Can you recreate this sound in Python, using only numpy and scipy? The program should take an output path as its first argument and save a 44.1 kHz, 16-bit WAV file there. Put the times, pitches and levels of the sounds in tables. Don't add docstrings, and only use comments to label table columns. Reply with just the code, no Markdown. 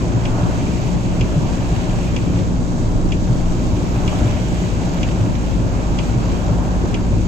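import sys
import numpy as np
from scipy import signal
from scipy.fft import rfft, irfft, next_fast_len
from scipy.io import wavfile
from scipy.ndimage import uniform_filter1d

SR = 44100
rng = np.random.default_rng(int(sys.argv[2]) if len(sys.argv) > 2 else 0)


def unload_wav(signal):
    wavfile.write(
        sys.argv[1],
        SR,
        np.round(np.clip(np.atleast_2d(signal).T, -1, 1) * 32767).astype(np.int16),
    )


def invert_db(level):
    return 10 ** (np.asarray(level, dtype=float) / 20)


N = 320739
TIME = np.arange(N) / SR
HZ = np.fft.rfftfreq(next_fast_len(N), 1 / SR)

# start_s, peak_db, panel_hz, second_panel_hz, second_panel_db
THUMP_EVENTS = [(0.139, -17.5, 121, 155, -15), (0.418, -15, 115, 169, -6), (0.952, -26, 124, 150, -21),
                (1.198, -18, 119, 160, -10), (1.359, -16.5, 115, 152.5, 2.5),
                (1.699, -24.5, 138, 170.5, -2), (2.339, -15.5, 108.5, 148, -16),
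                (3.295, -11.5, 123, 148, -12), (4.247, -12, 119.5, 150, -15), (5.2, -12, 110.8, 166, -22),
                (5.58, -18.5, 123, 160, -9), (6.15, -13, 121, 169.4, -20), (6.499, -20, 105.3, 157, 1),
                (7.119, -14, 110, 169, -4.5)]


def on_hz(table):
    hz, value = np.transpose(table)
    return np.interp(np.log(HZ + 1), np.log(hz + 1), value)


def curves(table):
    s, *columns = np.transpose(table)
    return [np.interp(TIME, s, column) for column in columns]


def walk(rate):
    hold = int(SR / rate)
    steps = np.repeat(rng.standard_normal(N // hold + 1), hold)
    return 1.2 * uniform_filter1d(uniform_filter1d(steps, hold), hold)[:N]


def sides(db):
    return invert_db(np.array([db, -db]) / 2)


def pan(db):
    return sides(np.array([db]))


def place(out, s, sound):
    k = int(s * SR)
    return out + np.pad(sound[:, :N - k], ((0, 0), (k, max(N - k - sound.shape[1], 0))))


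def blower():
    # multiple, rms_db, left_minus_right_db
    shaft_orders = [(2, -33.5, -2), (3, -28.5, 7), (4, -36.5, 11), (5, -39.5, 3.5), (6, -41.5, -6),
                    (7, -50, 0), (8, -48, -2), (9, -46, -6), (10, -55, -12)]
    shaft_hz = 59.35
    turn = 2 * np.pi * np.cumsum(shaft_hz * (1 + 0.0029 * walk(3))) / SR
    hum = 0
    for k, db, side_db in shaft_orders:
        level = np.sqrt(2) * invert_db(db + 0.92 * walk(7))
        hum = hum + level * np.sin(k * turn + k ** 2) * pan(side_db)
    return hum


def engine():
    # time_s, firing_rate_hz
    firing_rate = [(0, 57.6), (2, 56.45), (2.5, 55.04), (4, 55.12), (5, 53.85), (6, 51.92), (7.27, 51.66)]
    first_db, octave_db, boom_db_per_hz = -28.5, -28, 1.12
    hz = curves(firing_rate)[0]
    turn = 2 * np.pi * np.cumsum(hz * (1 + 0.0118 * walk(10))) / SR
    firing = np.sin(turn) * invert_db(first_db + boom_db_per_hz * (hz[0] - hz) + walk(9))
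    octave = np.sin(2 * turn) * invert_db(octave_db + walk(9))
    return np.sqrt(2) * (firing + octave) * pan(1.2)


def waves():
    # centre_s, peak_db, pitch_hz, length_s
    lifts = [(0.326, -19, 21, .3), (.95, -28, 30, 0.18), (1.918, -17.5, 33.6, .3), (2.472, -22, 29.5, .2),
             (2.924, -16, 28.1, .3), (3.48, -11.5, 21.95, .35), (4.052, -21, 23, 0.26),
             (5.233, -26, 32, .15), (6.304, -21, 22, .3)]
    out = np.zeros((2, N))
    for s, db, hz, length in lifts:
        t = TIME[:int(length * SR)]
        swing = invert_db(db) * np.sin(np.pi * t / length) ** 2 * np.sin(2 * np.pi * hz * t)
        out = place(out, s - length / 2, np.array([swing, swing]))
    return out


def unit(sound):
    return sound / np.std(sound[..., :400], axis=-1, keepdims=True)


def relay():
    # start_s, level_db over the usual
    closings = [(.2533, -2), (1.2097, 0), (2.1636, 0), (3.1205, -.5), (4.0771, 0), (5.0308, .5),
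                (5.9873, 0), (6.9426, 0)]
    # pitch_hz, left_db, right_db, t60_s
    housing = [(2050, -1, -9, .03), (2350, 0, 0, .025), (2520, -2, -1, .02), (2680, 1, 1, .03),
               (2880, -2, 1, .03), (3070, -6, -3, .025), (3280, 0, 2, .04), (3900, -17, -16, .015),
               (4750, -12, -12, .02), (6140, -18, -10, .015), (6580, -18, -10, .015)]
    click_db, snap_db = -26.5, -11.5
    chatter_s, cabin_share, cabin_s, snap_s = .009, .55, .022, .006
    new_share = .2
    t = TIME[:SR // 12]
    hz, left, right, t60 = np.transpose(housing)[:, :, None]
    ring = np.sin(2 * np.pi * hz * t) * invert_db(-60 * t / t60)
    weight = invert_db(np.array([left, right]))
    attack = 1 - np.exp(-t / .0003)
    chatter = attack * (np.exp(-(t / chatter_s) ** 2) + cabin_share * np.exp(-t / cabin_s))
    contact = signal.butter(4, (4400, 7300), "band", fs=SR, output="sos")
    mount = signal.butter(6, (1980, 7600), "band", fs=SR, output="sos")
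    habit = rng.standard_normal((2, len(housing), 2 * len(t)))
    out = np.zeros((2, N))
    for s, db in closings:
        rattle = habit + new_share * rng.standard_normal(habit.shape)
        modes = signal.fftconvolve(rattle, ring[None], "valid", axes=2)[..., :len(t)] * chatter
        snap = signal.sosfilt(contact, rattle[:, 0])[:, -len(t):] * attack * np.exp(-t / snap_s)
        body = unit((weight * unit(modes)).sum(1)) * pan(-3.)
        strike = body + unit(snap) * invert_db(snap_db) * pan(-7.)
        out = place(out, s - .0006, signal.sosfilt(mount, strike) * invert_db(click_db + db) * pan(2))
    return out


def wipers():
    t, out = TIME[:SR // 4], np.zeros((2, N))
    swing = (1 - np.exp(-t / 0.015)) * invert_db(-60 * t / 0.16)
    for s, db, hz, upper_hz, upper_db in THUMP_EVENTS:
        body = np.sin(2 * np.pi * hz * t) + invert_db(upper_db) * np.sin(2 * np.pi * upper_hz * t)
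        out = place(out, s, invert_db(db + 12.5) * swing * body * pan(.8))
    return out


def drops():
    # start_s, peak_db, brightness_db, left_minus_right_db
    fat_drops = [(0.4334, -27, -29, 4), (0.6704, -34, -23, -1.0), (0.816, -28, -22, -1.5),
                 (1.4504, -38, -22, -5), (1.4995, -31, -33, 2), (1.5509, -34, -27, -1.0),
                 (1.6237, -30, -27, -5), (1.764, -23, -28, 1), (1.8956, -26, -27, 0.0),
                 (1.9864, -35, -20, -3), (2.3594, -28, -27, 2), (2.3894, -26, -30, -1.0),
                 (3.7683, -31, -26, -0.5), (4.2774, -26, -28, 4), (4.3094, -36, -24, -3),
                 (4.6084, -31, -32, -0.5), (4.8404, -39, -21, 3), (5.0878, -22, -27, 0),
                 (5.1134, -28.5, -24, -10), (5.3522, -25, -32, -1.0), (5.5134, -33, -17, -6)]
    near_drops = [
        (4.1879, -27, -15, -5),
        (4.9447, -36, -5, -2),
    ]
    t, out = TIME[:SR // 25], np.zeros((2, N))
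    knock_band = signal.butter(2, (1900, 3700), "band", fs=SR, output="sos")
    splash_band = signal.butter(2, (3800, 15500), "band", fs=SR, output="sos")
    for s, db, bright_db, side_db in list(fat_drops) + list(near_drops):
        burst = rng.standard_normal((2, 2, len(t)))
        knock = signal.sosfilt(knock_band, burst[0] * np.exp(-t / 0.0046)) * invert_db(4.0)
        impact = (t == 0) * 2.5 + .3 * burst[1] * np.exp(-t / .0009)
        splash = signal.sosfilt(splash_band, impact) * invert_db(bright_db + 9.0) * pan(-14.)
        out = place(out, s, invert_db(db) * (knock * pan(side_db) + splash))
    return out


def patter(rate, scatter_db, share, tail_s):
    hit = rng.random((2, N)) < rate / SR
    size = invert_db(scatter_db * np.minimum(rng.exponential(size=(2, N)), 2.5))
    envelope = signal.lfilter([1], [1, -np.exp(-1 / (tail_s * SR))], hit * size)
    envelope = envelope / np.sqrt(np.mean(envelope ** 2))
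    share = np.clip(share, 0, 1)
    return rng.standard_normal((2, N)) * np.sqrt(1 - share + share * envelope ** 2)


def cabin_resonances():
    # pitch_hz, width_hz, left_db, right_db
    cabin_peaks = [(1970, 130, 3, 0), (3230, 160, -2, 3), (4800, 89, 4, 3), (6170, 170, -2, 0.5),
                   (6470, 270, 5.5, 0), (7200, 130, 4.5, 3.5)]
    db = 0
    for hz, width, left, right in cabin_peaks:
        db = db + np.array([[left], [right]]) / (1 + (2 * (HZ - hz) / width) ** 2)
    return invert_db(db)


def water(colour, level_db, drive, swell_db, flicker_db, flicker_rate):
    # pitch_hz, left_minus_right_db
    port_tilt = [(30, -4), (80, 5), (200, -0.5), (450, 4.5), (700, -1), (900, -2.5), (1300, 0.5),
                 (3000, -1.5), (4700, -5.5), (6000, -13.5), (7200, -5), (7700, 1.5), (8600, 14),
                 (10300, -1.5), (12000, -9), (14000, -21)]
    # pitch_hz, likeness (-1 to 1)
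    likeness = [(30, 0.45), (250, 0.54), (650, 0.88), (900, 0.66), (1050, -0.28), (1300, -0.38),
                (1900, -0.19), (2400, 0.35), (3300, -0.12), (4000, 0.39), (5100, -0.13), (6000, .1),
                (6300, .8), (7300, 0.86), (7700, 0.86), (9000, 0.57), (10500, 1), (11800, .7), (12200, .25),
                (13000, 0.092)]
    alike = np.clip(on_hz(likeness), -.98, .98)
    same, other = rfft(drive, next_fast_len(N))
    same, other = same * np.sqrt(1 + alike), other * np.sqrt(1 - alike)
    gain = sides(on_hz(port_tilt))
    gain = gain / np.sqrt(gain[0] ** 2 + gain[1] ** 2 + 2 * alike * gain[0] * gain[1])
    full = gain * cabin_resonances() * invert_db(on_hz(colour)) * np.array([same + other, same - other])
    thirds = 3 * np.log2(HZ + 1)
    first, last = 3 * np.log2(np.array(colour)[[0, -1], 0])
    out, swell = 0, walk(5.11)
    for centre in np.arange(np.floor(first), last + 1):
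        band = irfft(full * np.clip(1 - abs(thirds - centre), 0, 1))[:, :N]
        out = out + band * invert_db(swell_db * swell + flicker_db * walk(flicker_rate))
    return out * invert_db(level_db) / np.std(out.mean(0))


def mist(wash, gust):
    # pitch_hz, level_db per Hz
    mist_colour = [(7000, -30), (8600, 2), (9500, -0.5), (10600, -4.5), (13500, -3), (15600, -4),
                   (15900, -40)]
    level_db = -61 + 0.54 * wash + 1.7 * gust
    return water(mist_colour, level_db, patter(150, 3.1, 0.21, 0.0045), 0.54, 0.76, 12)


def rain(wash, gust):
    # pitch_hz, level_db per Hz
    rain_colour = [(2240, -23), (3800, -2), (4310, -4), (4680, -3), (5020, -6.5), (5920, -1.5),
                   (7040, -1.5), (8020, -5.5), (9000, -20), (11700, -50), (19800, -120)]
    level_db = -43 + .3 * wash + 1.1 * gust
    return water(rain_colour, level_db, patter(300, 2.6, 0.16, 0.0037), 0.38, 0.25, 15)


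def spray(wash, gust):
    # pitch_hz, level_db per Hz
    spray_colour = [(880, -18), (1500, -4.5), (1880, -2), (2300, 3.5), (2680, 3), (3050, -0.5), (3280, -2),
                    (3550, -6.5), (4000, -9), (5200, -18), (8800, -120)]
    return water(spray_colour, -43.5 + wash + gust, patter(320, 2.2, 0.26, 0.004), 0.35, 1.0, 12)


def heave():
    # pitch_hz, level_db per Hz
    heave_colour = [(12, -30), (19, 10), (24, 8), (32, 3), (40, 3), (48, 0), (60, -60)]
    deep_s, deep_span_s = 3.2, 0.57
    deep = np.exp(-((TIME - deep_s) / deep_span_s) ** 2)
    return water(heave_colour, -28 + 4 * deep, rng.standard_normal((2, N)), .3, 0.95, 3.8)


def slosh(wash, shake):
    # pitch_hz, level_db per Hz
    slosh_colour = [(240, -25), (400, -2.5), (443, -10.5), (611, -1), (702, -6), (769, -4.5), (817, -9.5),
                    (889, -6.5), (1230, -16), (1700, -20), (2210, -39), (3740, -120)]
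    level_db = -32 + 0.47 * wash + 0.7 * shake
    return water(slosh_colour, level_db, patter(200, 2.9, 0.17, 0.0085), 1.0, 0.69, 10)


def surge(shake):
    # pitch_hz, level_db per Hz
    surge_colour = [(26, -30), (45, -2), (178, -4.5), (219, -9), (293, -8), (480, -21.5), (620, -29),
                    (1060, -120)]
    return water(surge_colour, -21 + 2 * shake, patter(44, 9.0, 0.2, 0.013), 0.09, 0.57, 7.4)


def judder():
    lag_s, span_s = 0.03, 0.067
    loudest_db = max(row[1] for row in THUMP_EVENTS)
    shake = 0
    for s, db, *_ in THUMP_EVENTS:
        shake = shake + invert_db(db - loudest_db) ** .5 * np.exp(-((TIME - s - lag_s) / span_s) ** 2)
    return shake


def flood():
    # time_s, level_db over the usual
    wheel_wash = [(0, 0), (.63, 1.5), (1.15, -0.5), (1.78, 2.5), (2.38, 0), (2.5, -3), (2.81, -3.5),
                  (3.14, -3), (3.85, 0), (4.29, 4.5), (4.76, 1), (5.69, -1), (6.3, 1.5), (6.8, -2.5),
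                  (7.27, -1.5)]
    wash, shake = curves(wheel_wash)[0], judder()
    gust = 0.53 * walk(14)
    high = mist(wash, gust) + rain(wash, gust) + spray(wash, gust)
    return high + heave() + slosh(wash, shake) + surge(shake)


def scene():
    return blower() + engine() + waves() + relay() + wipers() + drops() + flood()


def starve(x):
    share = np.where(TIME < 4.05, .09, .38) * np.array([[.12], [1]])
    hold = 2048
    out, spectrum = x, rfft(x, next_fast_len(N))
    for low_hz, high_hz in ((8300, 8650), (8650, 8950), (8950, 9300), (9300, 9650)):
        band = irfft(spectrum * ((HZ > low_hz) & (HZ <= high_hz)))[:, :N]
        lost = np.repeat(rng.random((2, N // hold + 1)), hold, axis=1)[:, :N] < share
        out = out - band * uniform_filter1d(1. * lost, size=400)
    edge = irfft(rfft(out, next_fast_len(N)) * ((HZ > 7600) & (HZ < 9700)))[:, :N]
    thinned = np.repeat(rng.random(N // hold + 1), hold)[:N] < .2
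    return out - 0.4 * edge * uniform_filter1d(1. * thinned, size=600)


def low_pass(x):
    return signal.sosfilt(signal.butter(12, 16240, fs=SR, output="sos"), x)


def record(dry):
    x = signal.sosfilt(signal.butter(2, 17, "high", fs=SR, output="sos"), dry)
    x = np.tanh(1.1 * x) / 1.1
    x = signal.sosfilt(signal.ellip(10, .2, 70, 15720, fs=SR, output="sos"), x)
    x = x * np.clip((N / SR - TIME) / .004, 0, 1)
    return low_pass(starve(x))


dry = scene()
out = record(dry)
unload_wav(out)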